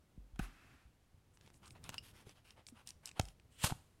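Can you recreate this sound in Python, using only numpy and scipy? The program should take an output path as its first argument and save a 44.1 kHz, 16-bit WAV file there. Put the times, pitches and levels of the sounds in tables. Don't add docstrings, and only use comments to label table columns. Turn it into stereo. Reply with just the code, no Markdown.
import sys
import numpy as np
from scipy import signal
from scipy.fft import rfft, irfft, next_fast_len
from scipy.io import wavfile
from scipy.ndimage import map_coordinates

SR = 44100
rng = np.random.default_rng(int(sys.argv[2]) if len(sys.argv) > 2 else 0)


def log_audio(samples):
    frames = np.atleast_2d(samples).T
    limited = np.clip(frames, -1, 1)
    pcm = np.round(limited * 32767).astype(np.int16)
    wavfile.write(sys.argv[1], SR, pcm)


N = 176400

# frequency in Hz, level in dB.
TICK_COLOUR = [(200,-12),(1300,-15),(2600,-4),(4400,-4.5),(5500,-0.5),(6400,-7.5),(8500,-4.5),(11000,-18.5),(15000,-33.5)]


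def leather_rubs():
    # start in seconds, length in seconds, level in dB, tilt in dB per octave.
    rubs = [(0.418,0.033,-59.5,7),(1.41,0.097,-73,0),(1.628,0.06,-63,-2),(1.753,0.019,-59.5,-5),(1.839,0.057,-59,-1),(1.928,0.02,-52.5,-1.5),(1.951,0.04,-65,0.5),
            (2.029,0.082,-62,1.7),(2.141,0.091,-64.5,-1),(2.26,0.067,-64.5,0.5),(2.354,0.049,-69.5,-2),(2.447,0.079,-66.5,0),(2.566,0.048,-64,-4.5),
            (2.753,0.068,-65,-2.5),(2.866,0.049,-63.5,1.5),(3.033,0.073,-66,-2.5),(3.164,0.044,-54.5,-3.5),(3.257,0.058,-68,2)]
    # frequency in Hz, level in dB.
    scrape_colour = [(150,-10),(550,-6),(900,1.5),(1700,-0.5),(2200,-2),(2950,0),(4000,-4),(7500,-10),(9800,-5),(15000,-19.5)]
    out = np.zeros((2, N))
    for start, length, db, tilt_db in rubs:
        at, press = swell(start, length, rise_s=0.0045, fall_s=0.0086)
        rub = friction(len(press), scrape_colour, tilt_db, grain_db=2, grain_hz=498)
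        rub = unit(filtered(rub, lambda hz: amp(contact_ripple(hz))))
        add(out, at, amp(db) * press * rub)
    return out


def fraying_fibres():
    # start in seconds, length in seconds, level in dB.
    frays = [(1.337,0.027,-74.5),(1.534,0.048,-72),(1.657,0.029,-65.5),(1.7,0.03,-69),(1.89,0.015,-58),(2.669,0.034,-62),(2.873,0.034,-60),(3.054,0.042,-59.5),(3.215,0.031,-65)]
    centre_hz, width_hz, wander_hz = 8150, 1050, 608
    lowpass = lambda hz: 1 / np.hypot(1, hz / width_hz) / np.hypot(1, 2 * hz / centre_hz)
    out = np.zeros((2, N))
    for start, length, db in frays:
        at, bite = swell(start, length, rise_s=0.0016, fall_s=0.0032)
        n = len(bite)
        pitch_hz = centre_hz + wander_hz * wander(n, rate_hz=160)
        phase = 2 * np.pi * np.cumsum(pitch_hz) / SR
        low_noise = filtered(rng.standard_normal((2, 2, N))[..., :n], lowpass)
        sizzle = low_noise[0] * np.cos(phase) + low_noise[1] * np.sin(phase)
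        add(out, at, amp(db) * bite * unit(spread(sizzle)))
    return out


def fibre_ticks():
    # start in seconds, level in dB, tilt in dB per octave.
    ticks = [(1.3728,-40.5,-3.5),(1.411,-39,-4),(1.4626,-41,-1.5),(1.476,-37.5,-5.5),(1.5025,-39.5,-6.5),(1.5427,-44,1),(1.6572,-40,3),
             (1.6785,-35,4),(1.7068,-33,0),(1.8409,-29,5),(1.9007,-30,-2),(2.2938,-32.5,-4.5),(2.5065,-33,-1.5),(2.6672,-29,1.5),(2.6865,-31,0),
             (2.8734,-23,4.5),(2.881,-34,1),(2.8903,-27,3.5),(2.9054,-26.5,2.5),(3.057,-19.5,6),(3.067,-32,3),(3.0742,-27.5,2.5),(3.082,-33,1),
             (3.091,-28.5,-1),(3.1141,-32.5,-1),(3.213,-26.5,-0.5),(3.2536,-31,2),(3.2854,-32,1),(3.3985,-41.5,-5.5)]
    out = np.zeros((2, N))
    for start, db, tilt_db in ticks:
        add(out, start, amp(db) * crack(TICK_COLOUR, tilt_db, t60=0.0097, crumble=6.4))
    return out


def snaps():
    # start in seconds, level in dB, tilt in dB per octave, t60 in seconds.
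    releases = [(0.36,-39.5,-1,0.034),(0.3931,-23.5,2.5,0.026),(.397,-17.5,-5.5,0.02),(1.8927,-19,2.5,0.015),(1.943,-22.5,1.8,.018),
                (3.195,-17,1.5,0.008),(3.1972,-5,-1,0.0074),(3.641,-9.5,-4.5,.012),(3.644,-9,0,.014),(3.648,-12.5,7,0.013),(3.699,-21,-4.5,.02),(3.706,-20.5,-1,.015),(3.722,-17.5,-9,.012)]
    # frequency in Hz, level in dB.
    snap_colour = [(100,-3.5),(230,-1.5),(420,-11),(780,2.5),(1250,-1),(1600,0),(2050,-7.5),(2900,-6.5),(4300,-14),(8500,-15.5),(15000,-27.5)]
    out = np.zeros((2, N))
    for start, db, tilt_db, t60 in releases:
        add(out, start, amp(db) * crack(snap_colour, tilt_db, t60, crumble=1.07))
    return out


def blade_clink():
    # frequency in Hz, level in dB, t60 in seconds.
    tones = [(2833,1,0.023),(4820,-5.5,0.022),(5330,-8,0.025),(8700,-21,0.022)]
    clink_s, clink_db, chatter_delay_s, chatter_drop_db = 1.9813, -33.5, 0.0071, 16
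    out, t = np.zeros((2, N)), np.arange(SR // 8) / SR
    attack = 1 - np.exp(-t / 0.00018)
    for start, db in [(clink_s, clink_db), (clink_s + chatter_delay_s, clink_db - chatter_drop_db)]:
        ring = sum(amp(tone_db) * fade(t, t60) * np.sin(2 * np.pi * (hz * t + rng.random()))
                   for hz, tone_db, t60 in tones)
        add(out, start, amp(db) * ring * attack)
        add(out, start, amp(db + 3) * crack(TICK_COLOUR, tilt_db=2, t60=0.026, crumble=3.2))
    return out


def thread_pull():
    # time in seconds, level in dB.
    pull = [(.38,-100),(.393,-50),(.415,-57.5),(.44,-54),(.51,-66.5),(.72,-68),(.82,-72.5),(1.02,-98)]
    # frequency in Hz, level in dB.
    pull_colour = [(150,-25),(250,-4.5),(500,-22),(750,-11.5),(950,-16),(1350,-8),(2350,-13),(2650,-10),(2900,-17),(7000,-24),(11900,-27),(15000,-39)]
    return level(pull) * friction(N, pull_colour, tilt_db=-0.5, grain_db=0.5, grain_hz=697)


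def lighter():
    # time in seconds, level in dB.
    flick = [(3.49,-100),(3.52,-71.5),(3.58,-68.5),(3.588,-59.5),(3.625,-47.5),(3.644,-29.5),(3.655,-35),(3.676,-37.5),(3.682,-48),(3.705,-47),(3.74,-67.5),(3.83,-75.5),(4,-86.5)]
    # centre in Hz, width in Hz, level in dB.
    wheel_bands = [(1800,400,-9),(3000,590,4.5),(8260,1500,0.5)]
    # frequency in Hz, level in dB.
    spark_colour = [(150,-8),(1400,-5),(2000,-10.5),(2700,-5.5),(4800,-5),(5750,-10),(6400,-5.5),(9500,-5),(14300,-16.5),(15700,-45)]
    ring = lambda hz: sum(amp(db) / np.hypot(1, 2 * (hz - centre) / width)
                          for centre, width, db in wheel_bands)
    roll = unit(spread(filtered(rng.standard_normal((2, N)), ring)))
    sparks = friction(N, spark_colour, tilt_db=0, grain_db=2.5, grain_hz=1501)
    bite_s = 3.63
    bite = soft_step(np.arange(N) / SR - bite_s, ease_s=0.0045)
    return level(flick) * (np.sqrt(1 - bite) * roll + np.sqrt(bite) * sparks)


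def thuds():
    # start in seconds, level in dB, starting pitch in Hz, t60 in seconds.
    bumps = [(0.177,-42.5,188,0.027),(.181,-47,61.4,0.38),(0.335,-46,54.6,0.3),(.394,-21,191,0.017),(0.409,-35,52.4,0.27),(.853,-51,75,0.13),
             (1.143,-51.5,102,0.06),(1.892,-40.5,118,0.036),(2.268,-43.5,130,0.03),(2.268,-51,430,0.052),(2.723,-50,267,0.098),
             (3.198,-23,100,0.044),(3.229,-44,59.4,0.28),(3.642,-20.5,103.5,0.029),(3.715,-30.5,130,0.021),(3.722,-22.5,111,0.018)]
    sag_fraction, sag_s, attack_s = 0.264, 0.021, 0.001
    out, t = np.zeros((2, N)), np.arange(SR // 3) / SR
    attack = 1 - np.exp(-t / attack_s)
    sag = 1 - sag_fraction * (1 - np.exp(-t / sag_s))
    for start, db, hz, t60 in bumps:
        phase = 2 * np.pi * np.cumsum(hz * sag) / SR
        swing = -np.sin(phase) * fade(t, t60) * attack
        pan_db = 5.4 * np.tanh(2 * np.log2(hz / 58))
        add(out, start, amp([[db + pan_db / 2], [db - pan_db / 2]]) * swing)
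    return out


def room_echo(x):
    t = np.arange(SR // 2) / SR
    tail = spread(rng.standard_normal((2, len(t))) * fade(t, t60=0.34))
    return signal.fftconvolve(x, tail / np.linalg.norm(tail[0]), axes=1)[:, :N]


def background():
    # frequency in Hz, level in dB.
    hush_colour = [(25,-20.5),(90,-16.5),(190,-32),(430,-33),(6400,-44.5),(12000,-46.5),(15500,-61)]
    rustle_colour = [(25,-12),(85,0),(160,-6.5),(350,-15.5),(3000,-41)]
    # time in seconds, level in dB.
    handling = [(0,-70),(.8,-70.5),(1.05,-75),(1.9,-60.5),(2.5,-70.5),(4,-67.5)]
    hush = amp(-74) * friction(N, hush_colour, tilt_db=0, grain_db=0, grain_hz=1)
    rustle = level(handling) * friction(N, rustle_colour, tilt_db=0, grain_db=2, grain_hz=34.7)
    return hush + rustle


def friction(n, colour, tilt_db, grain_db, grain_hz):
    slips = amp(grain_db * wander(n, grain_hz))
    noise = rng.standard_normal((2, N))[:, :n] * slips
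    return unit(spread(filtered(noise, lambda hz: amp(tilted(colour, hz, tilt_db)))))


def crack(colour, tilt_db, t60, crumble):
    n = 4096
    tail = rng.standard_normal((2, n)) * fade(np.arange(n) / SR, t60)
    push = crumble * tail / np.linalg.norm(tail[0])
    push[0, 0] += 1
    hz = np.fft.rfftfreq(n, 1 / SR)
    gain = amp(tilted(colour, hz, tilt_db) + contact_ripple(hz) / 2)
    cepstrum = irfft(np.log(gain))
    cepstrum[1:n // 2] *= 2
    cepstrum[n // 2 + 1:] = 0
    response = np.exp(rfft(cepstrum))
    x = spread(irfft(rfft(push) * response))
    return x / np.sqrt(np.sum(x ** 2) / 2)


def contact_ripple(hz):
    depth_db, spacing_hz = 2, 455
    return depth_db * map_coordinates(rng.standard_normal(4096), [hz / spacing_hz], mode="mirror")


def swell(start, length, rise_s, fall_s):
    lead_s = 0.03
    t = np.arange(round((length + 3 * lead_s) * SR)) / SR - lead_s
    return start - lead_s, soft_step(t, rise_s) * soft_step(length - t, fall_s)


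def spread(pair):
    # frequency in Hz, how alike left and right are from 0 to 1.
    likeness = [(60,0.89),(1200,0.85),(2800,0.96),(5000,0.41),(15000,0.24)]
    angle = lambda hz: np.arccos(np.clip(along(likeness, hz), 0, 1)) / 2
    mid, side = filtered(pair, lambda hz: np.array([np.cos(angle(hz)), np.sin(angle(hz))]))
    return np.array([mid + side, mid - side])


def soft_step(t, ease_s):
    return (1 + np.tanh(t / ease_s / 2)) / 2


def fade(t, t60):
    return amp(-60 * t / t60)


def wander(n, rate_hz):
    return np.interp(np.arange(n) * rate_hz / SR, np.arange(N), rng.standard_normal(N))


def amp(db):
    return 10 ** (np.asarray(db) / 20)


def unit(x):
    return x / np.sqrt(np.mean(x ** 2) + 1e-20)


def level(rows):
    return amp(np.interp(np.arange(N) / SR, *np.transpose(rows)))


def along(rows, hz):
    row_hz, values = np.transpose(rows)
    return np.interp(np.log(hz + 1), np.log(row_hz + 1), values)


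def tilted(colour, hz, tilt_db):
    return along(colour, hz) + tilt_db * np.log2(np.maximum(hz, 800) / 3000)


def filtered(x, response):
    n = x.shape[-1]
    padded = next_fast_len(n + 4096)
    return irfft(rfft(x, padded) * response(np.fft.rfftfreq(padded, 1 / SR)), padded)[..., :n]


def add(out, start, x):
    i = max(round(start * SR), 0)
    out[:, i:i + x.shape[-1]] += x[..., :max(N - i, 0)]


def scene():
    work = (thread_pull() + leather_rubs() + fraying_fibres() + fibre_ticks() + snaps()
            + thuds() + blade_clink() + lighter())
    return work + amp(-18) * room_echo(work) + background()


def record(dry):
    return filtered(dry, lambda hz: hz < 15900)


dry = scene()
out = record(dry)
log_audio(out)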